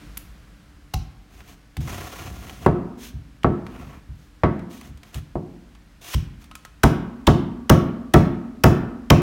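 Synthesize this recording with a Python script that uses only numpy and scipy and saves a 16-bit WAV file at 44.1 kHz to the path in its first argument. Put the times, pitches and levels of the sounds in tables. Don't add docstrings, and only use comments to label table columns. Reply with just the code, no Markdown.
import sys
import numpy as np
from scipy import signal
from scipy.fft import rfft, irfft
from scipy.io import wavfile
from scipy.ndimage import uniform_filter1d, minimum_filter1d

SR = 44100
rng = np.random.default_rng(int(sys.argv[2]) if len(sys.argv) > 2 else 0)


def wav_out(sig):
    wavfile.write(sys.argv[1], SR, np.round(np.clip(np.atleast_2d(sig).T, -1, 1) * 32767).astype(np.int16))


N = 406585
CUTOFF_HZ = 16000
TIME = np.arange(N) / SR
RING = TIME[:SR * 5 // 4]


def from_db(db):
    return 10 ** (np.asarray(db) / 20)


def rms_one(x):
    return x / np.sqrt(np.mean(x ** 2) + 1e-20)


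def at_hz(points, hz):
    f, value = np.transpose(points)
    return np.interp(np.log(np.maximum(hz, 1)), np.log(f), value)


def add(out, s, sound):
    start = max(int(s * SR), 0)
    out[start:start + len(sound)] += sound[:max(N - start, 0)]


def lowpass(x, hz, order=2):
    return signal.sosfilt(signal.butter(order, min(hz, CUTOFF_HZ), fs=SR, output="sos"), x)


def colour(x, spectrum, size=8192):
    gain = rms_one(from_db(at_hz(spectrum, np.fft.rfftfreq(size, 1 / SR))))
    cepstrum = irfft(np.log(gain))[:size // 2]
    cepstrum[0] /= 2
    response = irfft(np.exp(rfft(2 * cepstrum, size)))
    return signal.oaconvolve(x, response)[:len(x)]


def resonate(x, hz, width_hz):
    r = np.exp(-np.pi * width_hz / SR)
    numerator = (1 - r * r) / 2 * np.array([1, 0, -1])
    return signal.lfilter(numerator, [1, -2 * r * np.cos(2 * np.pi * hz / SR), r * r], x)


def grains(count, per_s, spread_db):
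    sizes = from_db(spread_db * np.minimum(rng.exponential(1, count), 4))
    signs = rng.choice([-1, 1], count)
    happens = rng.random(count) < per_s / SR
    return rms_one(sizes * signs * happens)


def ringing(modes):
    hz, db, t60 = np.transpose(modes)[:, :, None]
    return from_db(db - 60 * RING / t60) * np.sin(2 * np.pi * hz * RING)


# f/Hz, relative level/dB, t60/s
FLOOR_MODES = [(48, -21, 0.6), (71, -7, 0.23), (79, -19, 0.28), (91, -18, 0.29), (115, -13, 0.31),
               (136, -10, 0.26), (154, -13, 0.46), (213, -15, 0.47), (237, -18, 0.59), (260, -14, 0.39),
               (278, -12, 0.37), (313, -20, 0.36)]
# f/Hz, relative level/dB, t60/s
PANEL_MODES = [(178, -11, 0.47), (351, -8, 0.26), (373, -16, 0.28), (405, -19, 0.3), (433, -15, 0.28),
               (531, -19, 0.27), (604, -16, 0.21), (644, -16, 0.27), (709, -16, 0.26), (752, -21, 0.28),
               (914, -19, 0.24), (1126, -16, 0.19), (1285, -18, 0.2), (1700, -23, 0.07), (2190, -24, 0.08)]
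# f/Hz, relative level/dB per Hz
CHATTER_COLOUR = [(100, 3), (250, 3), (450, 0), (700, -0.5), (1300, -4.5), (2000, -9), (3500, -16.5),
                  (6000, -21), (16000, -28)]


def blows(clack_t60=0.11, slap_db=7.0, slap_t60=0.013, vary_db=1.0, detune=0.013, foot_per_s=6.9,
          low_db=3.0, low_hz=90):
    panel = ringing(PANEL_MODES) * np.exp(-foot_per_s * RING)
    out = np.zeros(N)
    boom = (-1) ** np.arange(len(FLOOR_MODES)) @ ringing(FLOOR_MODES)
    boom = boom + (from_db(low_db) - 1) * lowpass(boom, low_hz, order=1)
    slap = from_db(slap_db) * np.exp(-np.log(1000) * RING / slap_t60)
    settling = slap + np.exp(-np.log(1000) * RING / clack_t60)
    settling /= settling[0]
    for s, floor_db, panel_db, chatter_db, hard_hz in impacts():
        knock = from_db(panel_db + rng.normal(0, vary_db, len(PANEL_MODES))) @ panel
        knock = np.interp(RING * (1 + detune * rng.standard_normal()), RING, knock)
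        chatter = colour(rng.standard_normal(len(RING)) * settling, CHATTER_COLOUR)
        hit = from_db(floor_db) * boom + knock + from_db(chatter_db) * chatter
        add(out, s, lowpass(hit, hard_hz))
    return out


# cut start t/s, cut level/dB before scaling by its swell,
# cut length/s, chip ring f/Hz, ring level against the crunch/dB, blow level/dB, hardness (low-pass) f/Hz
STROKES = [(0.173, -42.5, 0.0049, 12600, 14, -38, 70), (0.936, -27.5, 0.00806, 3830, -9, -4.5, 58),
           (6.134, -25.5, 0.014, 2590, -21, -3, 80), (6.832, -14.5, 0.0075, 1400, -2.5, -2.5, 1500),
           (7.2669, -20.5, 0.0094, 3300, 0.5, -1.5, 1390), (7.6944, -11.5, 0.006, 2860, -15, 1, 1400),
           (8.1365, -15, 0.0056, 1460, -5, 1.5, 1650), (8.636, -11.5, 0.006, 4800, -23, 0.5, 1600),
           (9.1008, -13.5, 0.0051, 2500, -1, 0.5, 1400)]
# t/s, level/dB, hardness (low-pass) f/Hz
KNOCKS = [(2.663, 0.5, 1140), (3.445, -1, 1060), (4.435, -0.9, 1620), (5.355, -12, 616)]
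# t/s, level/dB, hardness (low-pass) f/Hz
STEPS = [(1.773, 2, 150), (3.138, 0, 80), (4.088, -1, 62), (4.89, -10.5, 90), (4.945, -13, 80),
         (5.15, 0, 101)]
# floor/dB, panel/dB, chatter/dB
STROKE_SHARE, KNOCK_SHARE, STEP_SHARE = (-2, -1.2, 3.2), (-10, -4.5, -0.3), (-16.5, -24.5, -28)


def impacts():
    strokes = [(s + length, *np.add(STROKE_SHARE, db), hz) for s, _, length, _, _, db, hz in STROKES]
    knocks = [(s, *np.add(KNOCK_SHARE, db), hz) for s, db, hz in KNOCKS]
    steps = [(s, *np.add(STEP_SHARE, db), hz) for s, db, hz in STEPS]
    return strokes + knocks + steps


# f/Hz, relative level/dB per Hz
CRUNCH_COLOUR = [(200, -13), (450, -3), (800, 1.5), (1500, 2), (1900, -1), (3000, 1.5), (4500, -9.5),
                 (5400, -3), (8000, -12), (12000, -10), (15000, -9)]


def cuts(fibres_per_s=14000, spread_db=2.7, release_s=0.0011, ring_width=0.26, count=4096):
    out, t = np.zeros(N), TIME[:count]
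    for s, db, length, ring_hz, ring_db, _, _ in STROKES:
        depth = np.minimum(2 * t / length, 1) * np.exp(-np.maximum(t - length, 0) / release_s)
        fibres = depth * grains(count, fibres_per_s, spread_db)
        crunch = rms_one(colour(fibres, CRUNCH_COLOUR))
        chip = rms_one(resonate(fibres, ring_hz, ring_width * ring_hz))
        add(out, s, from_db(db) * np.std(depth) * (crunch + from_db(ring_db) * chip))
    return out


# t/s, level/dB before the common trim, treble against the middle/dB
CHIP_TICKS = [(0.172, -29, 14), (1.405, -25, -22), (1.768, -15.5, -5), (2.4956, -19.5, -12.5),
              (2.661, -17, -1), (3.433, -14.5, -22), (3.666, -19.5, -28), (4.593, -27, -16),
              (4.712, -29, -6), (4.812, -23.5, -3.5), (4.974, -36.5, 3), (5.032, -22, -9),
              (5.144, -22.5, 6), (5.75, -26.5, -28), (6.442, -34, 3), (6.513, -21, -20), (6.553, -25, 8),
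              (6.65, -19.5, -3.5)]
# f/Hz, relative level/dB per Hz
CHIP_COLOUR = [(300, 0), (800, 3), (1400, 6), (3000, 6), (5000, -2.5), (9000, -2.5), (16000, -9)]


def chips(snap_s=0.0043, snap_db=-13.5, split_hz=3000, count=4096):
    out = np.zeros(N)
    for s, db, treble_db in CHIP_TICKS:
        burst = grains(count, 10000, 0.9) * np.exp(-TIME[:count] / snap_s)
        snap = colour(burst, CHIP_COLOUR)
        middle = lowpass(snap, split_hz, order=1)
        treble = snap - middle
        add(out, s, from_db(db + snap_db) * (middle + from_db(treble_db) * treble))
    return out


# f/Hz, width/Hz, relative level/dB
GRIND_RESONANCES = [(352, 190, 2), (713, 54, 7.5), (1046, 350, -0.5), (1426, 21, 3), (1630, 260, -14.5),
                    (2580, 980, -8.5)]
# f/Hz, relative level/dB per Hz
SWISH_COLOUR = [(880, -16), (1500, -4.5), (3290, -2), (4830, -7.5), (6360, -4), (7740, -10.5), (12000, -11),
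                (15700, -10.5)]


def slides(grind_db=-3.0, swish_db=1.5, rumble_db=-3.0):
    wander = rms_one(uniform_filter1d(rng.standard_normal(N), size=500))
    slips = rms_one(from_db(3.0 * wander))
    grit = grains(N, 2200, 3.0) * slips
    grind = np.zeros(N)
    for k, (hz, width, db) in enumerate(GRIND_RESONANCES):
        grind += (-1) ** k * from_db(db) * resonate(grit, hz, width)
    grind = rms_one(grind)
    swish = rms_one(colour(grains(N, 9000, 0.99) * np.sqrt(slips), SWISH_COLOUR))
    # f/Hz, relative level/dB per Hz
    rumble_colour = [(25, -28), (60, 9), (120, 1.0), (280, -10), (500, -22.5), (2000, -50)]
    rumble = colour(grains(N, 400, 3.6), rumble_colour)
    grinding, swishing, rumbling = rubbing()
    return (from_db(grind_db) * grind * grinding
            + from_db(swish_db) * swish * swishing
            + from_db(rumble_db) * rumble * rumbling)


def rubbing():
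    gains = np.zeros((3, N))
    shove(*gains)
    scuffs(gains)
    skim(*gains[:2])
    return uniform_filter1d(gains, size=200)


# t/s, grinding level/dB, rumble level of the boards/dB
SHOVE = [(1.805, -50.5, -26), (1.845, -49, -39), (1.913, -35.5, -31.5), (2.043, -43, -32.5),
         (2.079, -45.5, -43), (2.159, -41.5, -48), (2.253, -42, -38), (2.323, -49.5, -37),
         (2.503, -45.5, -41.5), (2.561, -52.5, -50), (2.647, -47, -33), (2.655, -40.5, -25)]
SHOVE_SWISH_DB, SHOVE_SWISH_FOLLOWS = -48.3, 0.63


def shove(grind, swish, rumble, grind_db=3.0, rumble_db=2.0, slowing_db_per_s=4.0):
    s, *columns = np.transpose(SHOVE)
    grinding, rumbling = (np.interp(np.arange(s[0], s[-1], 1 / SR), s, c) for c in columns)
    add(grind, s[0], from_db(grinding + grind_db))
    swishing = SHOVE_SWISH_FOLLOWS * grinding - slowing_db_per_s * TIME[:len(grinding)]
    add(swish, s[0], from_db(SHOVE_SWISH_DB + swishing - swishing.mean()))
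    add(rumble, s[0], from_db(rumbling + rumble_db))


# start t/s, length/s, grinding, swish and rumble level/dB
SCUFFS = [(1.288, 0.17, -52, -58.5, -49.5), (1.429, 0.14, -50, -54, -50), (2.968, 0.155, -58, -44, -50),
          (3.62, 0.42, -43.5, -59, -38), (4.12, 0.2, -74, -66, -50), (4.687, 0.13, -55, -49, -48),
          (4.79, 0.13, -49.5, -55.5, -45), (5.03, 0.1, -54, -60, -60), (5.118, 0.09, -41.5, -48, -52),
          (6.389, 0.087, -57, -59, -65)]
SCUFF_ROUNDNESS = 1.23


def scuffs(gains):
    for start, length, *levels in SCUFFS:
        swell = np.sin(np.pi * TIME[TIME < length] / length) ** SCUFF_ROUNDNESS
        for gain, db in zip(gains, levels):
            add(gain, start, from_db(db) * swell)


SKIM_START_S, SKIM_LENGTH_S = 6.012, 0.126
SKIM_GRIND_DB, SKIM_SWISH_DB, SKIM_RISE_DB_PER_S = -47, -50, 100


def skim(grind, swish):
    t = TIME[TIME < SKIM_LENGTH_S]
    add(grind, SKIM_START_S, from_db(SKIM_GRIND_DB) * np.ones(len(t)))
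    add(swish, SKIM_START_S, from_db(SKIM_SWISH_DB + SKIM_RISE_DB_PER_S * t))


# t/s, level/dB
BLADE_TAPS = [(6.514, -40), (6.556, -41), (6.652, -39.5)]
# f/Hz, relative level/dB, t60/s
BLADE_TAP_MODES = [(1070, -7, 0.093), (1282, -2.5, 0.11), (1400, -4, 0.052), (2900, -16, 0.06)]
# t/s, level/dB
LOOSE_TAPS = [(.939, -34.5), (1.769, -52), (2.496, -49)]
# f/Hz, relative level/dB, t60/s
LOOSE_MODES = [(762, 7.5, 0.12), (834, 4.5, 0.096), (1054, 1.5, 0.076), (2630, -27, 0.11), (4420, -12, .07),
               (5330, -7, .06), (5900, 2, 0.0544)]


def taps(rows, modes):
    out, ring = np.zeros(N), ringing(modes).sum(axis=0)
    for s, db in rows:
        add(out, s, from_db(db) * ring)
    return out


# f/Hz, t60/s
ROOM_T60 = [(60, 0.94), (170, 0.39), (240, 1.33), (300, 0.58), (420, 0.78), (1200, 0.85), (3000, 0.58),
            (7000, 0.31), (15000, 0.37)]
# f/Hz, level/dB
ROOM_LEVEL = [(50, -10.5), (170, -2.5), (250, -4), (340, -4), (550, -12.5), (1200, -10.5), (3000, -9),
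              (7000, -7.5), (15000, -14.5)]


def echoes(x, build_s=0.00096):
    white = rfft(rng.standard_normal(len(RING)))
    hz = np.fft.rfftfreq(len(RING), 1 / SR)
    answer, onset = np.zeros(len(RING)), (1 - np.exp(-RING / build_s)) ** 2
    for centre in 40 * 2 ** (np.arange(27) / 3):
        share = np.maximum(1 - 3 * abs(np.log2((hz + 1) / centre)), 0)
        band = irfft(white * share, len(RING))
        fade = onset * np.exp(-np.log(1000) * RING / at_hz(ROOM_T60, centre))
        answer += from_db(at_hz(ROOM_LEVEL, centre)) * band * fade / np.linalg.norm(fade)
    return signal.oaconvolve(x, answer)[:N]


# f/Hz, relative level/dB per Hz
AIR_COLOUR = [(15, -53.5), (25, -8), (53, 7), (76, -9), (217, -9), (263, -24.5), (293, -4.5), (326, -22.5),
              (887, -27.5), (1610, -25), (1790, -27.5), (3250, -32), (3820, -34), (4140, -33.5),
              (16000, -47.5)]
AIR_DB, FADING_NOISE_DB, FADING_NOISE_DB_PER_S = -48.5, -43, 30


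def room_air():
    fading = from_db(FADING_NOISE_DB - FADING_NOISE_DB_PER_S * TIME)
    return (from_db(AIR_DB) + fading) * rms_one(colour(rng.standard_normal(N), AIR_COLOUR))


def scene(count=3):
    strikes = [blows() + cuts() + chips() for _ in range(count)]
    handling = slides() + taps(BLADE_TAPS, BLADE_TAP_MODES) + taps(LOOSE_TAPS, LOOSE_MODES)
    room = sum(echoes(x) for x in strikes) / np.sqrt(count) + echoes(handling)
    return (strikes[0] + handling + room + room_air())[None]


def record(dry, bass_hz=38, ceiling=1.0, release_db_per_s=800):
    sound = signal.sosfilt(signal.butter(2, bass_hz, "high", fs=SR, output="sos"), dry)
    over = 20 * np.log10(np.maximum(abs(sound[0]) / ceiling, 1))
    held = np.maximum.accumulate(over + release_db_per_s * TIME) - release_db_per_s * TIME
    gain = uniform_filter1d(minimum_filter1d(from_db(-held), size=31), size=31)
    top_cut = signal.ellip(10, .1, 70, CUTOFF_HZ, fs=SR, output="sos")
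    return signal.sosfilt(top_cut, sound * gain)


dry = scene()
out = record(dry)
wav_out(out)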